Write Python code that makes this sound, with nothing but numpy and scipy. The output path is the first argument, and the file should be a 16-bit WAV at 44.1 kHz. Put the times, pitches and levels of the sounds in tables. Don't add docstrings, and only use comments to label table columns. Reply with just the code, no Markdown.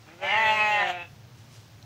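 import sys
import numpy as np
from scipy import signal
from scipy.fft import rfft, irfft
from scipy.io import wavfile
from scipy.ndimage import uniform_filter1d

SR = 44100
rng = np.random.default_rng(int(sys.argv[2]) if len(sys.argv) > 2 else 0)


def log_audio(samples):
    frames = np.atleast_2d(samples).T
    limited = np.clip(frames, -1, 1)
    pcm = np.round(limited * 32767).astype(np.int16)
    wavfile.write(sys.argv[1], SR, pcm)


N = 81585

# t/s, level/dB
RUMBLE_FADER = [(.28, -55.5), (.36, -48.5), (1.0, -53.5), (1.12, -48), (1.18, -51.5)]
# f/Hz, relative level/dB
RUMBLE_EQ = [(25, -51), (48, -39), (70, -19), (108, -3), (150, -11), (330, -51)]
HISS_EQ = [(120, -11), (200, -2), (359, -9), (750, -10.5), (1130, -13), (6190, -21), (9770, -40.5),
           (15700, -28)]
RUSTLE_EQ = [(300, -58.5), (1000, -24), (2000, -1), (5600, 2.5), (7500, -3.5), (15500, -20)]
# t/s, level/dB
RUSTLE_FADER = [(0, -65), (1.14, -69.5), (1.19, -71), (1.24, -82), (1.39, -62), (1.49, -66), (1.545, -55),
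                (1.7, -68)]
# f/Hz, relative level/dB
RASP_EQ = [(250, -22), (1400, -4), (2450, 4), (3800, -1)]
# t/s, pitch/Hz, level/dB, roughness/0-1
SOFT_CALL = [(.05, 147.9, -72, 0.77), (.08, 156.1, -54, 0.85), (.13, 169.4, -55.5, .85),
             (.17, 174.2, -62.5, .5), (.2, 183.3, -58, 0.31), (.23, 192.3, -42, 0.08),
             (.29, 194.5, -44.5, 0.32), (.345, 203.2, -46.5, 0.2), (.44, 202.3, -45, 0.2),
             (.53, 198, -48.5, 0.15), (.67, 196.4, -50, 0.12), (.76, 192.2, -45, 0.21),
             (.815, 182.5, -41.5, .25), (.88, 178.7, -40.5, .35), (.94, 177.3, -47, 0.22),
             (1.015, 173.6, -49, 0.28), (1.055, 168.8, -62, .5)]
LOUD_CALL = [(.195, 157, -71, 0.42), (.23, 166.9, -47, 0.38), (.27, 184, -43, 0.48), (.3, 197.3, -40, 0.46),
             (.335, 209.9, -38, 0.48), (.38, 220.1, -36.5, 0.3), (.42, 221.1, -39, 0.22),
             (.46, 218.7, -38, 0.24), (.505, 215.8, -36.5, 0.16), (.565, 214.6, -40.5, 0.08),
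             (.6, 213.2, -35.5, 0.07), (.7, 210.8, -39, 0.09), (.76, 207, -41, 0.06),
             (.82, 201.9, -37, 0.17), (.85, 197, -44.5, 0.3), (.88, 192.1, -43.5, 0.4),
             (.9, 179.8, -43, 0.5), (.935, 162.8, -62, .5)]
# t/s, f1/Hz, f2/Hz, boost2/dB, f3/Hz, boost3/dB, treble shelf/dB
SOFT_FORMANTS = [(.17, 330, 1300, 13, 2600, -5, -3), (.225, 590, 1740, 8, 2320, 11, -3),
                 (.37, 700, 1825, 20, 2250, 6, -2), (.56, 540, 1780, 4, 2400, 2, 0),
                 (.76, 550, 1780, 3, 2500, 2, 0), (.81, 725, 1790, 3, 2600, 3, 0),
                 (.96, 710, 1800, -1, 2620, 7, -9), (.995, 900, 1800, -1, 2620, 19, -15)]
LOUD_FORMANTS = [(.23, 813, 2035, 22, 3010, 13.5, 10.5), (0.339, 858, 2140, 9.5, 2823, 18, -7),
                 (0.389, 900, 2003, 17, 2640, 9.5, -3.5), (0.462, 880, 2023, 18, 2570, 9.5, -1.5),
                 (0.518, 908, 2140, 4, 2765, 17, 0.5), (0.568, 1022, 2060, 11.5, 2637, 18.5, 1),
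                 (0.611, 909, 2060, 3.5, 2592, 20.5, -4.5), (0.67, 882, 2053, 13, 2576, 12.5, 0.5),
                 (.74, 872, 1976, 20.5, 2780, 18.5, 0), (0.82, 925, 1876, 16.5, 2670, 7, -11),
                 (0.886, 730, 1800, 3, 3260, 5, 2.5)]
# width1/Hz, width2/Hz, width3/Hz
SOFT_FORMANT_WIDTHS = [70, 80, 75]
LOUD_FORMANT_WIDTHS = [100, 120, 100]
# f/Hz, gain/dB
SOFT_EQ = [(100, -28.5), (190, -8.5), (370, -3), (560, 0.5), (800, -1), (1150, -11), (1500, 1),
           (2200, -2.5), (3050, -6), (3700, -11), (5000, -26.5), (6500, -24.5), (9500, -51)]
LOUD_EQ = [(100, -39), (210, -11.5), (430, -9), (640, 0.5), (1000, -3.5), (1320, -0.5), (1650, -7.5),
           (1900, -0.5), (3350, -4), (3650, -16), (4100, -12.5), (5200, -26), (6500, -19.5), (8000, -32),
           (8800, -39.5), (14500, -42.5)]
# f/Hz, rms depth/dB
RIPPLE_DEPTH = [(900, 1.3), (3600, 4)]
# f/Hz, t60/s
ECHO_DECAY = [(800, .52), (2600, .18), (5000, .07)]
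# f/Hz, level/dB
ECHO_SEND = [(800, -15), (2600, -11), (4500, -3)]
# t/s, level/dB
SNAP_CUES = [(1.8274, -39)]
# f/Hz, relative level/dB
STALK_MODES = [(4100, -1.5), (5600, -8)]

HISS_DB, CRACKLES_PER_S, SNAP_T60_S = -56.5, 7800, 0.0092
JITTER, JITTER_HZ = 0.0314, 83.3
PUFF_CYCLES, PUFF_STEADY = 0.053, 0.31
FADE_DB_PER_S = 503
TREBLE_HZ, CLOSED_HZ, CLOSED_DB, OPENING_S = 3850, 1200, -9, .1
SCATTER_S, SCATTER_GRAIN_HZ, RIPPLE_S, PREDELAY_S = .007, 220, .09, .003


def amp(db):
    return 10 ** (np.asarray(db) / 20)


def unit_rms(x):
    return x / np.sqrt(np.mean(x ** 2) + 1e-20)


def at_hz(points, hz):
    f, value = np.transpose(points)
    return np.interp(np.log(hz + 1), np.log(f + 1), value)


def curves(table, t):
    times, *columns = np.transpose(table)
    return [np.interp(t, times, column) for column in columns]


def coloured(x, eq):
    return unit_rms(irfft(rfft(x) * amp(at_hz(eq, np.fft.rfftfreq(N, 1 / SR))), N))


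def wander(hz):
    f = np.fft.rfftfreq(N, 1 / SR)
    return unit_rms(irfft(rfft(rng.standard_normal(N)) / (1 + (f / hz) ** 4), N))


def shelf(hz, corner_hz):
    return 1 - 1 / (1 + (hz / corner_hz) ** 8)


def room_tone():
    level_db, = curves(RUMBLE_FADER, np.arange(N) / SR)
    rumble = amp(level_db) * coloured(rng.standard_normal(N), RUMBLE_EQ)
    return rumble + amp(HISS_DB) * coloured(rng.standard_normal(N), HISS_EQ)


def fodder():
    level_db, = curves(RUSTLE_FADER, np.arange(N) / SR)
    crackles = rng.standard_normal(N) * (rng.random(N) < CRACKLES_PER_S / SR)
    return amp(level_db) * coloured(crackles, RUSTLE_EQ)


def folds(hz, rough):
    cycles = np.cumsum(hz * (1 + JITTER * rough * wander(JITTER_HZ))) / SR
    buzz = sum(np.cos(2 * np.pi * k * cycles) for k in np.arange(1, 90))
    puffs = PUFF_STEADY + np.exp(-(cycles % 1) / PUFF_CYCLES)
    rasp = coloured(puffs * rng.standard_normal(N), RASP_EQ) * np.sqrt(SR / hz) / 2
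    return np.sqrt(1 - rough ** 2) * buzz + rough * rasp


def throat(x, formants, widths, boost1_db, eq, size=512):
    hop, fft_size = size // 8, size * 4
    starts = np.arange(0, N, hop)
    t, hz = starts[:, None] / SR, np.fft.rfftfreq(fft_size, 1 / SR)
    f1, f2, boost2_db, f3, boost3_db, treble_db = curves(formants, t)
    peaks = zip((f1, f2, f3), (boost1_db, boost2_db, boost3_db), widths)
    db = at_hz(eq, hz) + sum(boost / (1 + ((hz - f) / width) ** 2) for f, boost, width in peaks)
    closed = np.clip(1 - (t - formants[0][0]) / OPENING_S, 0, 1)
    db += treble_db * shelf(hz, TREBLE_HZ) + CLOSED_DB * closed * shelf(hz, CLOSED_HZ)
    log_gain = np.log(amp(np.hstack([db, db[:, -2:0:-1]])))
    response = np.exp(np.conj(signal.hilbert(log_gain, axis=1)))[:, :len(hz)]
    window = np.hanning(size) * 2 * hop / size
    grains = np.pad(x, size)[starts[:, None] + np.arange(size) + size // 2] * window
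    out = np.zeros(N + fft_size)
    for start, grain in zip(starts, irfft(rfft(grains, fft_size) * response)):
        out[start:start + fft_size] += grain
    return out[size // 2:][:N]


def bleat(call, formants, widths, eq, boost1_db):
    t = np.arange(N) / SR
    hz, level_db, rough = curves(call, t)
    outside_s = abs(t - np.clip(t, call[0][0], call[-1][0]))
    source = folds(hz, rough) * amp(level_db - FADE_DB_PER_S * outside_s)
    return throat(source, formants, widths, boost1_db, eq)


def scattered(x, size=512):
    hz = np.fft.rfftfreq(N, 1 / SR)
    knots_hz = np.arange(0, SR / 2, SCATTER_GRAIN_HZ)
    delay_s = np.interp(hz, knots_hz, SCATTER_S * rng.random(len(knots_hz)))
    smeared = irfft(rfft(x) * np.exp(-2j * np.pi * np.cumsum(delay_s) * hz[1]), N)
    band_hz, t, bands = signal.stft(smeared, SR, nperseg=size)
    drift = uniform_filter1d(rng.standard_normal(bands.shape), round(RIPPLE_S / t[1]), axis=1)
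    drift = unit_rms(uniform_filter1d(drift, round(SCATTER_GRAIN_HZ / band_hz[1]), axis=0))
    ripple_db = at_hz(RIPPLE_DEPTH, band_hz)[:, None] * drift
    return signal.istft(bands * amp(ripple_db), SR, nperseg=size)[1][:N]


def shed_echo(x, size=256):
    hz, t, noise = signal.stft(rng.standard_normal(SR // 2), SR, nperseg=size)
    t60 = at_hz(ECHO_DECAY, hz)[:, None]
    unit_energy = np.sqrt(np.log(1e6) / (t60 * SR))
    envelope = amp(at_hz(ECHO_SEND, hz)[:, None] - 60 * t / t60) * unit_energy
    tail = signal.istft(noise * envelope, SR, nperseg=size)[1]
    return signal.fftconvolve(x, np.pad(tail, (round(PREDELAY_S * SR), 0)))[:N]


def snap(start_s, level_db):
    age = np.maximum(np.arange(N) / SR - start_s, 0)
    ring = sum(amp(db) * np.sin(2 * np.pi * hz * age) for hz, db in STALK_MODES)
    return ring * amp(level_db - 60 * age / SNAP_T60_S)


def scene():
    loud = bleat(LOUD_CALL, LOUD_FORMANTS, LOUD_FORMANT_WIDTHS, LOUD_EQ, boost1_db=18.5)
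    soft = bleat(SOFT_CALL, SOFT_FORMANTS, SOFT_FORMANT_WIDTHS, SOFT_EQ, boost1_db=11)
    sheep = scattered(loud) + scattered(soft)
    stalk = sum(snap(*cue) for cue in SNAP_CUES)
    return (sheep + shed_echo(sheep) + room_tone() + fodder() + stalk)[None]


def record(dry):
    high_cut = signal.firwin(801, cutoff=15760, window=("kaiser", 9), fs=SR)
    return signal.oaconvolve(dry, high_cut[None], "same")


dry = scene()
out = record(dry)
log_audio(out)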